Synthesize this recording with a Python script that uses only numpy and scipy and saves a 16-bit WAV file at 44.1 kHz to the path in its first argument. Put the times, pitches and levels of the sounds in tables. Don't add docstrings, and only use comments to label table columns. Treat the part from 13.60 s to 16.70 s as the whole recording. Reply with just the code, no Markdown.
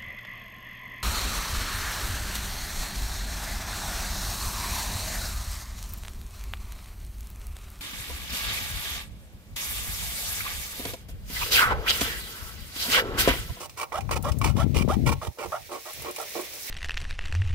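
import sys
import numpy as np
from scipy import signal
from scipy.fft import rfft, irfft
from scipy.io import wavfile
from scipy.ndimage import uniform_filter1d

SR = 44100
rng = np.random.default_rng(int(sys.argv[2]) if len(sys.argv) > 2 else 0)


def to_wav(sig):
    pcm = np.clip(np.atleast_2d(sig), -1, 1) * 32767
    pcm = np.round(pcm).astype(np.int16)
    wavfile.write(sys.argv[1], SR, pcm.T)


N = 136710

# start_s, length_s, lean_db (level change over the stroke),
# then relative low_db, body_db, rasp_db, treble_db, and edge_s (rise and fall)
PUSH_STROKES = [(0, 0.067, -5.5, -45.5, -41, -47, -38, 0.0023),
                (0.171, 0.068, 0.5, -48, -38, -43.5, -40, 0.0067),
                (0.51, 0.07, -7, -34, -32, -33, -34.5, 0.0018),
                (.838, 0.07, -9.5, -37, -30, -34, -33, 0.0082),
                (1.144, 0.086, -1.5, -39, -37.5, -34, -37, 0.0037),
                (1.46, 0.078, -2, -37, -31.5, -36.5, -35, 0.005),
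                (1.785, .082, -1.5, -39.5, -36, -45, -45, 0.0044),
                (2.113, 0.058, -5.5, -37, -37.5, -46, -42.5, 0.016),
                (2.44, 0.067, -4, -38, -40, -47.5, -49, 0.0097),
                (2.746, 0.067, 0.5, -36, -43.5, -54, -61, 0.012)]
# start_s, length_s, lean_db, then relative low_db, body_db, rasp_db, treble_db
PULL_STROKES = [(0.322, 0.067, 5, -47.5, -38, -48.5, -49), (0.639, 0.061, 0, -42, -35, -44.5, -44),
                (0.964, 0.071, 1, -46, -38, -41.5, -43.5), (1.284, 0.062, 2.5, -51, -38.5, -45, -44),
                (1.615, 0.061, 0, -44.5, -42.5, -47.5, -46.5), (1.92, 0.056, -4.5, -50, -32, -51, -48),
                (2.254, 0.061, -6.5, -50.5, -41.5, -50, -46), (2.581, 0.052, 1.5, -44.5, -41.5, -56, -44.5),
                (2.933, 0.052, 0.5, -51, -62, -68, -60)]
# loudest_s, half_length_s, pitch_hz at the loudest moment, rise_hz_per_s, relative level_db
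TOOTH_ZIPS = [(.356, .026, 620, 4624, -31), (.668, .018, 566.8, 1993, -29.5),
              (1.007, .02, 638.3, 5244, -28.5), (1.311, .016, 652.8, 7460, -22.5),
              (1.623, 0.0081, 587.3, 1003, -36), (1.942, .02, 639, 3810, -26.5)]
# freq_hz, gain_db
PUSH_COLOUR_LEFT = [(250, -3.5), (550, 1), (780, -10.5), (1050, 5.5), (1400, -11), (1750, -15), (2350, 1),
                    (3400, -18), (5400, -17), (8500, -28), (15500, -27)]
PUSH_COLOUR_RIGHT = [(250, 5.5), (550, 2), (900, -1), (1150, 2), (1650, -14), (2400, 9), (2900, 3.5),
                     (4000, -12), (5500, -21), (7000, -23), (8500, -16.5), (12000, -28.5), (15500, -26.5)]
PULL_EDGE_S = 0.0067


def undb(db):
    return 10 ** (np.asarray(db) / 20)


def unit(x):
    return x / np.sqrt(np.mean(x ** 2) + 1e-18)


def curve(table, axis):
    rows = np.array(table)
    return np.interp(np.arange(N) / SR, rows[:, 0], rows[:, axis])


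def over_bins(points, size):
    rows = np.array(points)
    bin_hz = np.arange(size // 2 + 1) * SR / size
    return np.interp(np.log(bin_hz + 1), np.log(rows[:, 0]), rows[:, 1])


def colour(x, points, size=4096):
    cepstrum = irfft(np.log(undb(over_bins(points, size))))
    cepstrum[1:size // 2] *= 2
    cepstrum[size // 2 + 1:] = 0
    response = irfft(np.exp(rfft(cepstrum)))
    return signal.fftconvolve(np.atleast_2d(x), response[None], axes=1)[:, :N]


def walk(rate):
    knots = rng.standard_normal(N // 16)
    return np.interp(np.arange(N) / SR * rate, np.arange(len(knots)), knots) * np.sqrt(3 / 2)


def uneven(scatter_db):
    return undb(scatter_db * np.clip(rng.standard_normal(N), -2, 2))


def grains(per_s, scatter_db):
    hits = rng.random(N) < per_s / SR
    return unit(hits * rng.choice([-1, 1], N) * uneven(scatter_db))


def burst(start, decay_s, rise_s):
    age = np.maximum(np.arange(N) / SR - start, 0)
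    return np.minimum(age / rise_s, 1) * np.exp(-np.maximum(age - rise_s, 0) / decay_s)


def blade_speed(table):
    t = np.arange(N) / SR
    end_speed = .55
    swing = sum(np.sin(np.pi * np.clip((t - start) / length, 0, 1)) for start, length, *_ in table)
    return end_speed + (1 - end_speed) * swing


def teeth(hz):
    tooth_jitter, tooth_scatter_db = .07, 3.2
    phase = np.cumsum(hz * np.maximum(1 + tooth_jitter * walk(600), .1) / SR)
    clicks = np.diff(np.floor(phase), prepend=0) * uneven(tooth_scatter_db)
    return unit(clicks - uniform_filter1d(clicks, size=256))


def pipe_ring(x):
    # freq_hz, t60_s, level_db
    modes = [(366.5, 0.12, 8.5), (462.7, 0.17, 8), (579, 0.045, 9.5), (831, 0.17, -20), (1097, 0.13, 3.5),
             (1361, 0.076, 6), (1908, 0.1, 6.5), (2327, 0.054, 5), (2903, 0.091, 5.5)]
    t = np.arange(SR // 2) / SR
    ring = 0
    for hz, t60, db in modes:
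        centre_gain = 2 * np.log(1000) / (t60 * SR)
        ring = ring + undb(db) * centre_gain * undb(-60 * t / t60) * np.cos(2 * np.pi * hz * t)
    return signal.fftconvolve(x, ring[None], axes=1)[:, :N]


def blade_echo(x):
    echo_s, drift, share = .0024, .07, .5
    n = np.arange(N)
    ports = []
    for port in x:
        delay = echo_s * SR * (1 + drift * walk(10))
        ports.append(port + share * np.interp(n - delay, n, port, left=0))
    return np.array(ports)


def pipe(force, left, right):
    # freq_hz, share
    likeness = [(200, 0.57), (1200, 0.89), (2500, 0.9), (4500, 0.15), (8000, 0.58), (15000, 0.039)]
    edges_hz = [200, 700, 1700, 5000, 16500]
    port_lag_s = .00006
    alike = np.clip(over_bins(likeness, N), 0, 1)
    own = np.array([grains(5000, 6.1), grains(5000, 2.1)])
    lag = np.exp(-2j * np.pi * np.outer([port_lag_s, 0], np.arange(N // 2 + 1) * SR / N))
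    x = irfft(rfft(force) * lag * np.sqrt(alike) + rfft(own) * np.sqrt(1 - alike), N)
    x = blade_echo(x + pipe_ring(x))
    x = np.vstack([colour(x[0], left), colour(x[1], right)])
    bands = []
    for edges in zip(edges_hz, edges_hz[1:]):
        band_pass = signal.butter(4, edges, "band", fs=SR, output="sos")
        bands.append(unit(signal.sosfilt(band_pass, x)))
    return bands


def strokes(table, edges_s, tooth_hz, scrape_db, left, right):
    chatter_db, chatter_per_s = 2.2, 250
    t, levels = np.arange(N) / SR, 0
    for (start, length, lean_db, *band_db), edge in zip(table, edges_s):
        along = np.clip((t - start) / length, 0, 1)
        before = np.maximum(2 * (start - t) + edge, 0)
        after = np.maximum(t - start - length, 0)
        shape = np.exp(-before / edge - after / edge)
        levels = levels + undb(band_db)[:, None] * shape * undb(lean_db * along)
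    force = unit(teeth(tooth_hz) + undb(scrape_db) * rng.standard_normal(N))
    chatter = unit(undb(chatter_db * walk(chatter_per_s)))
    rasp = sum(g * band for g, band in zip(levels, pipe(force, left, right)))
    return rasp * chatter * (0.72 + 0.58 * blade_speed(table))


def bite():
    # middle_s, dip_db
    slips = [(0.553, -12), (1.208, -6.5), (1.51, -10.5), (1.823, -3.5)]
    slip_s = 0.006
    t = np.arange(N) / SR
    return undb(sum(db * np.exp(-((t - when) / slip_s) ** 2) for when, db in slips))


def push_strokes():
    tooth_hz = 1109 * blade_speed(PUSH_STROKES)
    table, edges_s = [row[:-1] for row in PUSH_STROKES], [row[-1] for row in PUSH_STROKES]
    return bite() * strokes(table, edges_s, tooth_hz, 7, PUSH_COLOUR_LEFT, PUSH_COLOUR_RIGHT)


def hole(x):
    t60_s, tail_db = 0.19, -13.5
    t = np.arange(N) / SR
    decay = rng.standard_normal((2, N)) * undb(-60 * t / t60_s) * (t > .006)
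    tail = colour(decay, [(200, -7), (700, 10), (1400, -4.5), (2500, -29.0), (8000, -72), (15000, 9)])
    wet = signal.fftconvolve(x, tail, axes=1)[:, :N]
    return undb(tail_db) * wet / np.sqrt(t60_s * SR / (2 * np.log(1000)))


def water(shape, likeness, droplets_per_s):
    flicker_db, droplet_scatter_db, droplet_db = 1., 5, -2.5
    shared, left, right = (
        rng.standard_normal(N) + undb(droplet_db) * grains(droplets_per_s, droplet_scatter_db)
        for _ in range(3))
    alike = np.clip(likeness, 0, 1)
    x = np.sqrt(alike) * shared + np.sqrt(1 - alike) * np.array([left, right])
    return unit(colour(x, shape) * undb(flicker_db * walk(60)))


def leak():
    # time_s, hiss_db, spatter_db, splash_db
    flow = [(0, -54.5, -60.5, -59.5), (.9, -54.5, -59, -50.5), (1.3, -52.5, -53.5, -73),
            (1.6, -51.5, -54.5, -85), (1.76, -52.5, -61.5, -61.5), (1.9, -45, -52.5, -53),
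            (2.07, -47, -51.5, -61.5), (2.21, -42.5, -50.5, -63), (2.37, -37.5, -44, -52),
            (2.53, -42, -46, -56.5), (2.67, -38, -44.5, -51.5), (2.77, -35.5, -40.5, -56),
            (2.85, -37, -43, -49), (3.02, -35.5, -47.5, -53.5), (3.1, -32.5, -37, -50.5)]
    # freq_hz, gain_db
    hiss_colour = [(2500, -6), (4200, 0.5), (5600, 6), (7200, 1), (8300, 0.5), (12500, 1.5), (15500, 3.5)]
    spatter_colour = [(900, -42), (1500, -5.5), (1900, 3), (2350, 4.5), (3100, -0.5), (4200, 0.5),
                      (6000, -22.5), (10000, -40)]
    splash_colour = [(100, -9), (220, -10.5), (360, 1.5), (580, 1.5), (800, -6), (1100, -7), (1400, -11),
                     (2200, -28), (5000, -53)]
    layers = [
        (water(hiss_colour, 0.005, droplets_per_s=1800), -1.5),
        (water(spatter_colour, 0.16, droplets_per_s=400), -2.5),
        (water(splash_colour, 0.61, droplets_per_s=90), -2)]
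    total = 0
    for k, (x, pan_db) in enumerate(layers):
        pan = undb(np.array([[pan_db], [-pan_db]]) / 2)
        total = total + x * undb(curve(flow, axis=k + 1)) * pan
    return total


def wind():
    # time_s, left_db, right_db
    gusts = [(0, -52.5, -49.5), (.31, -53, -53.5), (.39, -31.5, -64), (.52, -28, -55), (.65, -26, -53),
             (.73, -24.5, -52), (.86, -19.5, -34), (1.0, -20, -55), (1.17, -20, -38), (1.32, -24, -49),
             (1.4, -20.5, -30.5), (1.5, -17, -43), (1.57, -30.5, -34), (1.65, -49, -43.5), (1.69, -32, -27),
             (1.74, -102, -69), (1.87, -50, -38), (1.93, -86, -52.5), (2.02, -88, -47.5), (2.32, -78, -67),
             (2.39, -42, -41.5), (2.55, -74, -60), (3.1, -73, -55.5)]
    # freq_hz, gain_db
    rumble_colour = [(20, -27), (35, -37.5), (50, -2.5), (65, -3), (90, -4.5), (125, -6.5), (170, -13.5),
                     (250, -21.5), (400, -34.5), (700, -37.5), (1400, -100)]
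    buffet_colour = [(30, -12), (80, 2.5), (160, 8), (300, 4.5), (500, -13), (800, -31), (1500, -57),
                     (4000, -65)]
    buffets_per_s = 90
    buffet_db, full_db, growth_db_per_db = -4, -17.5, 1
    ports = []
    for k in range(2):
        db = curve(gusts, axis=k + 1)
        rumble = unit(colour(rng.standard_normal(N), rumble_colour)[0])
        buffets = unit(colour(grains(buffets_per_s, 3.1), buffet_colour)[0])
        buffet_gain = undb(buffet_db + growth_db_per_db * (db - full_db))
        ports.append(undb(db) * (rumble + buffets * buffet_gain))
    return np.array(ports)


def catches():
    # start_s, body_db, rasp_db, treble_db
    snags = [(0.095, -49.5, -44, -40), (0.23, -27, -36, -38.5), (0.321, -27, -44, -47),
             (0.407, -44, -38, -38.5), (0.491, -29, -45, -47), (.513, -21.5, -38, -30.5),
             (0.565, -27, -37, -35), (.718, -46, -40, -33.5), (.814, -24.5, -31, -33),
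             (0.844, -21, -30.5, -27), (1.464, -46, -26.5, -37), (1.615, -34.5, -60, -53),
             (1.92, -28.5, -47, -48), (2.561, -39, -32, -33.5)]
    # start_s, relative level_db
    turns = [(1.772, -46), (2.091, -39), (2.417, -42.5)]
    snag_decay_s, rub_decay_s = 0.0089, 0.019
    low, *bands = pipe(grains(4400, 1.1), PUSH_COLOUR_LEFT, PUSH_COLOUR_RIGHT)
    levels = sum(undb(band_db)[:, None] * burst(start, snag_decay_s, 0.0007) for start, *band_db in snags)
    crunches = sum(g * band for g, band in zip(levels, bands))
    rub_level = sum(undb(db) * burst(start, rub_decay_s, 0.0028) for start, db in turns)
    return crunches + rub_level * (low + bands[0]) / np.sqrt(2)


def zip_pitch():
    t, hz = np.arange(N) / SR, np.full(N, float(TOOTH_ZIPS[0][2]))
    for middle, half, pitch, rise, _ in TOOTH_ZIPS:
        hz = np.where(np.abs(t - middle) < 2 * half, pitch + rise * (t - middle), hz)
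    return hz


def pull_strokes():
    # freq_hz, gain_db
    left_colour = [(250, -17.5), (450, -10), (600, -4.5), (900, -6), (1370, -7.5), (1570, -21.5),
                   (1900, -16.5), (2350, -7.5), (3500, -25), (5500, -13.5), (8500, -25), (15500, -23)]
    right_colour = [(250, -17), (450, 0), (600, -6), (900, 3.5), (1370, -6.5), (1570, -12), (1900, -9),
                    (2400, -8), (3500, -2.5), (4500, -19.5), (7000, -18.5), (8500, -15.5), (12000, -19),
                    (15500, -32)]
    edges_s = [PULL_EDGE_S] * len(PULL_STROKES)
    return strokes(PULL_STROKES, edges_s, zip_pitch(), -0.5, left_colour, right_colour)


def zips():
    harmonics_db = [3.5, 6, -26, -28]
    jitter, flutter_db = .052, 3.5
    t = np.arange(N) / SR
    pulling = sum(np.clip((t - start) / PULL_EDGE_S, 0, 1) * (t < start + 2 * length)
                  for start, length, *_ in PULL_STROKES)
    swell = 0
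    for middle, half, *_, db in TOOTH_ZIPS:
        off = (t - middle) / half
        swell = swell + undb(db) * np.exp(-off ** 2 / 2 - (off / 2) ** 4)
    phase = 2 * np.pi * np.cumsum(zip_pitch() * (1 + jitter * walk(400))) / SR
    tone = sum(undb(db + flutter_db * walk(250)) * np.sin((k + 1) * phase)
               for k, db in enumerate(harmonics_db))
    tone = unit(colour(tone, [(450, -5.5), (600, -0.5), (1380, -2.5), (1560, -21.5), (2300, 5.5)]))
    return pulling * swell * tone * undb(np.array([[-2.5], [1.5]]))


def drops():
    # start_s, relative level_db
    smacks = [(0.625, -31.5), (0.786, -33), (2.332, -33), (2.421, -33), (2.510, -32), (2.562, -30),
              (2.613, -31), (2.693, -37), (2.811, -32.5)]
    # freq_hz, gain_db
    smack_colour = [(2500, -12), (5500, -5), (8500, 5), (12000, 6), (15500, 1.5)]
    decay_s = 0.0061
    level = sum(undb(db) * burst(start, decay_s, 0.0011) for start, db in smacks)
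    return level * unit(colour(rng.standard_normal((2, N)), smack_colour))


def knocks():
    # start_s, level_db (peak of the envelope), pitch_hz
    eddies = [(.711, -12.5, 86), (.776, -15, 137), (.857, -13.5, 328), (0.895, -11.5, 99.4),
              (.974, -8, 187), (0.998, -12, 101), (1.065, -17, 290), (1.162, -11.5, 414),
              (1.171, -11.5, 90), (1.209, -9.5, 212), (1.248, -14.5, 320), (1.278, -13, 510),
              (1.281, -10, 200), (1.303, -12.5, 365), (1.368, -9.5, 220), (1.426, -15, 219.4),
              (1.471, -9.5, 121)]
    peak_cycles = 0.4
    left = 0
    for start, db, hz in eddies:
        cycles = np.maximum(np.arange(N) / SR - start, 0) * hz
        envelope = cycles / peak_cycles * np.exp(1 - cycles / peak_cycles)
        left = left + undb(db) * envelope * np.sin(2 * np.pi * cycles)
    return np.array([left, np.zeros(N)])


def scene():
    ring_on_db = -21.5
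    saw = push_strokes() + pull_strokes() + zips() + catches()
    near = saw + undb(ring_on_db) * pipe_ring(saw) + drops()
    return (near + hole(near) + leak()) * undb(-1.44) + wind() + knocks()


def record(dry):
    top_hz = 15700
    return signal.sosfilt(signal.ellip(10, .2, 80, top_hz, fs=SR, output="sos"), dry)


dry = scene()
out = record(dry)
to_wav(out)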